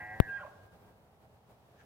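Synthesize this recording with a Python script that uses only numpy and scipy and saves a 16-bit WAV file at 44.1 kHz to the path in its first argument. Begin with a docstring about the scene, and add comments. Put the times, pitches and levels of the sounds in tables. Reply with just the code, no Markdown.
"""A bull elk ends his bugle in a quiet meadow. His high whistle, modulated by the low buzz of his vocal
folds, clears to a pure note, then tumbles down through the resonances of his throat and echoes from
the ground and the trees. A faint huff follows. One sharp pressure pulse thumps the left microphone,
and the distant air murmurs throughout."""
import sys
import numpy as np
from scipy import signal
from scipy.fft import rfft, irfft, next_fast_len
from scipy.io import wavfile
from scipy.ndimage import map_coordinates

SR = 44100
rng = np.random.default_rng(int(sys.argv[2]) if len(sys.argv) > 2 else 0)


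def store_wav(level_fs):
    """Save 16-bit WAV to argv[1]."""
    pcm = np.round(np.clip(np.atleast_2d(level_fs), -1, 1) * 32767)
    wavfile.write(sys.argv[1], SR, pcm.T.astype(np.int16))


N = 81585
TIME = np.arange(N) / SR
RELEASE_DB_PER_S = 905


def whistle(fold_phase):
    """Modulation: the folds chop a high whistle, adding sidebands at multiples of their pitch."""
    # carrier tone: (time [s], frequency [Hz])
    pitch = [(0, 1932), (.07, 1932), (.14, 1929), (.19, 1924), (.235, 1914), (.275, 1906)]
    # envelope: (time [s], level [dB])
    envelope = [(0, -46.5), (.07, -48.5), (0.143, -47), (0.191, -55.5), (0.236, -48), (0.274, -49),
                (.305, -60)]
    # side tones at the start: (offset [multiples of the fold pitch], level re carrier [dB])
    sidebands = [(-3, -1.5), (-2, -12), (-1, -4.5), (1, -9), (2, -10.5), (4, -22.5), (6, -25), (7, -28)]
    swell_db_per_s, dull_db_per_s = 105, 33.5
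    smear_rad, wander_rad, sideband_flutter_db, pulse_flutter_db = .35, .52, 1.5, 1.1
    (hz,), (db,) = curves(pitch), curves(envelope)
    phase = trembling_phase(hz, jitter=.0039)
    sag_s = np.maximum(np.minimum(TIME, envelope[-1][0]) - .1, 0)
    tone, power = np.cos(phase), 1
    for k, level in sidebands:
        k = round(k)
        # as the push ends, the second lower sideband swells and the upper ones fade
        drift_db = sag_s * (swell_db_per_s * (k == -2) - dull_db_per_s * (k > 0))
        gain = amp(level + drift_db + sideband_flutter_db * wobble(70))
        shift = smear_rad * k * k + wander_rad * wobble(40)  # the throat smears each pulse
        tone = tone + gain * np.cos(phase + k * fold_phase + shift)
        power = power + gain ** 2
    return tone * np.sqrt(2 / power) * amp(db - release_db(envelope) + pulse_flutter_db * wobble(160))


def vocal_folds():
    """Periodic vibration of the folds gives a harmonic series; returns the buzz and its phase."""
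    # fold vibration: (time [s], pitch [Hz], level [dB])
    contour = [(0, 103.5, -53.5), (.07, 105.4, -52.5), (.125, 106.8, -49), (.17, 109.8, -52.5),
               (.225, 111.5, -58.5), (.27, 108.8, -61.5), (.31, 105.7, -63.5), (.37, 104.2, -63)]
    # spectral envelope: (frequency [Hz], relative level [dB])
    spectrum = [(105, -9), (210, -22), (320, -14), (425, -22), (530, -16), (635, -14), (745, 0), (835, -5),
                (875, -14), (950, -17), (1060, -14), (1110, -22), (1280, -30)]
    jitter, flutter_db, smear_rad, wander_rad = .0029, 3, .7, .45
    hz, db = curves(contour)
    phase = trembling_phase(hz, jitter, rate=120)
    gains = np.array([amp(along(spectrum, k * hz)) for k in range(1, 13)])
    buzz = 0
    for k, gain in enumerate(gains, 1):
        loose = 1 - gain / gains.max()  # the strongest harmonic is the steadiest
        flutter = amp(loose * flutter_db * wobble(30))
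        shift = loose * wander_rad * wobble(60) - smear_rad * k * k
        buzz = buzz + gain * flutter * np.cos(k * phase + shift)
    return np.sqrt(2) * buzz / np.linalg.norm(gains, axis=0) * amp(db - release_db(contour)), phase


def pure_note():
    """Free of modulation, the whistle settles on a lower near-sinusoid; returns mono and stereo."""
    # held note: (time [s], pitch [Hz], level [dB], right re left [dB])
    contour = [(.265, 1592, -58, 0), (.287, 1601, -42.5, 0), (.305, 1607, -38.3, 2.5), (.322, 1609, -40, 9),
               (.345, 1610, -41, 13), (.37, 1612, -41, 13), (.386, 1626, -44.5, 1), (.405, 1610, -52, -2),
               (.428, 1590, -52, -3)]
    # overtones at their strongest: (harmonic number, level re fundamental [dB])
    overtones = [(2, -31), (3, -44)]
    full_s, end_s, rise_s, fall_s = .34, .375, .018, .01  # the note brightens, then dulls
    hz, db, right_db = curves(contour)
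    phase = trembling_phase(hz, jitter=.00064)
    brightness = np.exp(np.minimum(TIME - full_s, 0) / rise_s - np.maximum(TIME - end_s, 0) / fall_s)
    upper = sum(amp(level) * np.cos(round(k) * phase) for k, level in overtones)
    onset_db = 2 * RELEASE_DB_PER_S * np.maximum(contour[0][0] - TIME, 0)
    tone = np.sqrt(2) * (np.cos(phase) + brightness * upper) * amp(db - onset_db - release_db(contour))
    return tone, from_right(tone, pan_db=0) * amp(np.array([-right_db, right_db]) / 2)


def voice_breaks():
    """Frequency jumps: the voice cracks and tumbles from one resonance to the next."""
    # rough squeals: (time [s], duration [s], first pitch [Hz], last pitch [Hz], level [dB])
    squeals = [(0.277, 0.034, 2560, 2680, -64), (0.368, 0.026, 1897, 1905, -52.5),
               (0.378, 0.045, 1495, 1450, -49.5), (0.387, 0.05, 3154, 3010, -68.5),
               (0.403, .032, 602, 577, -53), (0.41, 0.022, 1370, 1494, -46.5),
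               (0.428, 0.018, 1105, 966, -44.5), (0.441, 0.0087, 820, 700, -55.5),
               (0.444, 0.017, 630.7, 543, -44.5), (.461, 0.012, 1038, 1104, -49.5),
               (0.476, 0.011, 640, 700, -54.5)]
    out = np.zeros(N)
    for start_s, length_s, first_hz, last_hz, db in squeals:
        progress = np.clip((TIME - start_s) / length_s, 0, 1)
        phase = trembling_phase(first_hz + (last_hz - first_hz) * progress, jitter=.03)
        out += np.sqrt(2) * amp(db) * np.sin(np.pi * progress) * np.cos(phase)
    return out


def throat_rasp():
    """Source and filter: breath noise excites the throat's resonances, darker as the call collapses."""
    # formants: (frequency [Hz], nominal bandwidth [Hz], relative level before tilt [dB])
    formants = [(583, 35, 2), (787, 92, 3.5), (1078, 90, 0), (1484, 210, -1), (1654, 13, -2.5),
                (1870, 290, -4.5), (2454, 140, -11.5), (2667, 240, -13.5), (3100, 180, -25.5)]
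    # breath noise: (time [s], level [dB], tilt [dB/octave])
    breath = [(0, -58, 6), (.25, -78.5, 10.5), (.3, -60, 9), (.35, -59, 6.5), (.38, -56.5, 8),
              (.4, -55, 3.5), (.45, -52, -2), (.48, -57, -2), (.51, -62.5, -3), (.6, -75, 2),
              (.7, -100, -4)]
    db, tilt_db = curves(breath)
    gains, rings = [], []
    for centre, width, level in formants:
        resonance = lambda hz: 1j * hz * width / (centre ** 2 - hz ** 2 + 1.35j * hz * width)
        rings.append(unit(filtered(rng.standard_normal(N), lambda hz: resonance(hz) ** 2)))
        gains.append(amp(level + tilt_db * np.log2(centre / formants[0][0])))
    return amp(db) * (np.array(gains) * rings).sum(0) / np.linalg.norm(gains, axis=0)


def huff():
    """A faint breath after the call: a noise burst with exponential rise and decay."""
    # breath spectrum: (frequency [Hz], relative level [dB])
    spectrum = [(600, -27), (1300, -10), (1700, 6), (2000, -11), (2300, -9), (3100, -14), (4500, -25),
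                (6200, -18), (9000, -37), (15000, -29)]
    peak_s, peak_db, rise_s, fall_s = 1.812, -61, .028, .016
    t = TIME - peak_s
    return amp(peak_db) * np.exp(-np.maximum(-t / rise_s, t / fall_s)) * noise(spectrum)


def thump():
    """A pressure pop on the left microphone: a sharp edge, a deep rebound, no ring."""
    # pulse spectrum: (frequency [Hz], relative level [dB])
    spectrum = [(15, 30), (50, 35), (90, 36.5), (150, 34.5), (300, 25), (550, 21), (1000, 14), (2000, 8.5),
                (3200, 0.5), (4500, -8.5), (6300, -21), (8700, -12), (11000, -9.5), (13000, -11),
                (16000, -7)]
    start_s, gain_db, right_db, rebound_hz = .2016, .5, -56, 28
    size = 8192
    hz = np.fft.rfftfreq(size, 1 / SR)
    cepstrum = irfft(np.log(amp(along(spectrum, hz))))
    cepstrum[1:size // 2] *= 2  # a causal cepstrum packs the energy at the onset
    cepstrum[size // 2 + 1:] = 0
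    rebound = (1j * hz - rebound_hz) / (1j * hz + rebound_hz)  # all-pass: the pressure swings back
    pulse = irfft(np.exp(rfft(cepstrum)) * rebound)
    push = np.pad(pulse, (round(start_s * SR), N))[:N]
    return amp(gain_db) * np.array([push, amp(right_db) * push])


def reflections(x, paths):
    """Specular reflection: each (delay [s], gain [dB]) path returns one distinct echo."""
    return filtered(x, lambda hz: sum(amp(db) * np.exp(-2j * np.pi * hz * s) for s, db in paths))


def meadow_reverb(x):
    """Diffuse scattering decays exponentially: quickly from the ground, slowly from the trees."""
    # decay among the trees: (frequency [Hz], reverberation time [s])
    t60 = [(200, .7), (800, 1.76), (1600, 0.73), (4000, 0.19), (10000, .2)]
    far_db, near_db, near_t60_s = -12.5, -12, .12
    hz, t, bands = signal.stft(rng.standard_normal((2, N)), SR, nperseg=256)
    decay = amp(-60 * t / along(t60, hz)[:, None])
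    far = signal.istft(bands * decay, SR, nperseg=256)[1][:, :N]
    near = rng.standard_normal((2, N)) * amp(-60 * TIME / near_t60_s)
    far_norm = np.sqrt(SR * t60[2][1] / (2 * np.log(1000)))
    tail = amp(far_db) * far / far_norm + amp(near_db) * near / np.linalg.norm(near[0])
    return signal.fftconvolve(x[None], tail, axes=1)[:, :N]


def distant_air():
    """Partly coherent ambient noise: a murmur, nearly mono in the bass, under a thin hiss."""
    # spectra: (frequency [Hz], relative level [dB])
    murmur_spectrum = [(12, -48), (26, -18.5), (53, -9.5), (70, -3), (120, -0.5), (142, -5.5), (210, -7.5),
                       (262, -11.5), (347, -14), (422, -8), (485, -11.5), (780, -8.5), (1000, -15.5),
                       (1570, -22.5), (1710, -24), (6910, -38.5), (14700, -35), (16000, -36.5)]
    hiss_spectrum = [(1500, -11.5), (3000, 5), (5000, -1.5), (8000, -5.5), (15000, -24)]
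    # envelopes: (time [s], level [dB]); the bass level is a gain within the murmur
    murmur_level = [(0, -57), (.5, -58.5), (.9, -60.5), (1.3, -61.5), (1.85, -60)]
    bass_level = [(0, 4), (.7, -1.5), (1.05, 0.5), (1.25, -1), (1.85, -2)]
    hiss_level = [(0, -76.5), (.4, -73.5), (.6, -78), (.9, -90), (1.5, -83.5), (1.85, -79)]
    # likeness of left and right: (frequency [Hz], correlation [-1 to 1])
    correlation = [(60, 1), (130, 0.91), (290, 0.79), (640, 0.84), (1410, 0.16), (3100, -0.48),
                   (6820, 0.11), (15000, -0.13)]
    flutter_db, crossover_hz, right_db = 1.4, 127.4, .5
    angle = lambda hz: np.arccos(np.clip(along(correlation, hz), -1, 1)) / 2
    mid_side = lambda hz: np.array([np.cos(angle(hz)), np.sin(angle(hz))])
    mid, side = filtered(noise(murmur_spectrum), mid_side)
    murmur = unit(np.array([mid + side, mid - side]))
    murmur *= amp(curves(murmur_level)[0] + flutter_db * wobble(24.44))
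    bass = filtered(murmur, lambda hz: 1 / (1 + (hz / crossover_hz) ** 4))
    hiss = noise(hiss_spectrum) * amp(curves(hiss_level)[0])
    air = murmur - bass + bass * amp(curves(bass_level)[0]) + hiss
    return air * amp(np.array([[-1], [1]]) * right_db / 2)


def from_right(x, pan_db, lead_s=.00008):
    """Time and level cues to direction: the right leads and gains pan_db; the left loses as much."""
    side = np.array([[-1], [1]])
    return filtered(x, lambda hz: amp(side * pan_db) * np.exp(1j * np.pi * hz * side * lead_s))


def trembling_phase(hz, jitter, rate=350):
    """Phase is the integral of frequency, which here wavers by the fraction jitter."""
    return 2 * np.pi * np.cumsum(hz * (1 + jitter * wobble(rate))) / SR


def release_db(rows):
    """Exponential decay: decibels lost after the last point of a curve."""
    return RELEASE_DB_PER_S * np.maximum(TIME - rows[-1][0], 0)


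def amp(db):
    """Decibels to amplitude ratio."""
    return 10 ** (np.asarray(db) / 20)


def unit(x):
    """Normalisation to rms 1."""
    return x / np.sqrt(np.mean(x ** 2) + 1e-20)


def along(points, hz):
    """Interpolation of (frequency [Hz], value) points on a logarithmic axis."""
    f, v = np.transpose(points)
    return np.interp(np.log(hz + 1), np.log(f + 1), v)


def curves(rows):
    """Linear interpolation, sample by sample, of each column after the time."""
    times, *columns = np.transpose(rows)
    return [np.interp(TIME, times, column) for column in columns]


def wobble(rate):
    """Slow random modulation: a spline through rate knots a second."""
    return map_coordinates(rng.standard_normal(4096), [np.arange(N) * rate / SR], mode="wrap")


def filtered(x, response):
    """Linear filtering: the spectrum of x times a complex frequency response."""
    size = next_fast_len(N + SR // 2)
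    return irfft(rfft(x, size) * response(np.fft.rfftfreq(size, 1 / SR)), size)[..., :N]


def noise(spectrum):
    """Spectral shaping gives two uncorrelated coloured noises of rms 1."""
    return unit(filtered(rng.standard_normal((2, N)), lambda hz: amp(along(spectrum, hz))))


def scene():
    """Superposition of the elk, his echoes, the air and the thump."""
    # echoes from the ground and the nearest trees: (delay [s], gain [dB])
    near_paths = [(.034, -25), (.08, -21)]
    # late echoes from the edge of the wood: (delay [s], gain [dB])
    tree_line = [(.13, -24), (.25, -24), (.36, -33), (.55, -37)]
    fade_in = np.minimum(TIME / .004, 1)
    buzz, fold_phase = vocal_folds()
    cracks = voice_breaks()
    high = fade_in * whistle(fold_phase)
    low = fade_in * (buzz + throat_rasp() + cracks + reflections(cracks, near_paths))
    note, stereo_note = pure_note()
    elk = from_right(high, pan_db=1) + from_right(low, pan_db=1.5) + stereo_note + huff()
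    echoes = meadow_reverb(high + low + note) + reflections(note, tree_line)
    return elk + echoes + distant_air() + thump()


def record(dry):
    """Band limiting: a steep low-pass filter removes the highest treble."""
    cutoff_hz, transition_hz = 16200, 400
    return filtered(dry, lambda hz: np.clip((cutoff_hz - hz) / transition_hz + .5, 0, 1))


dry = scene()
out = record(dry)
store_wav(out)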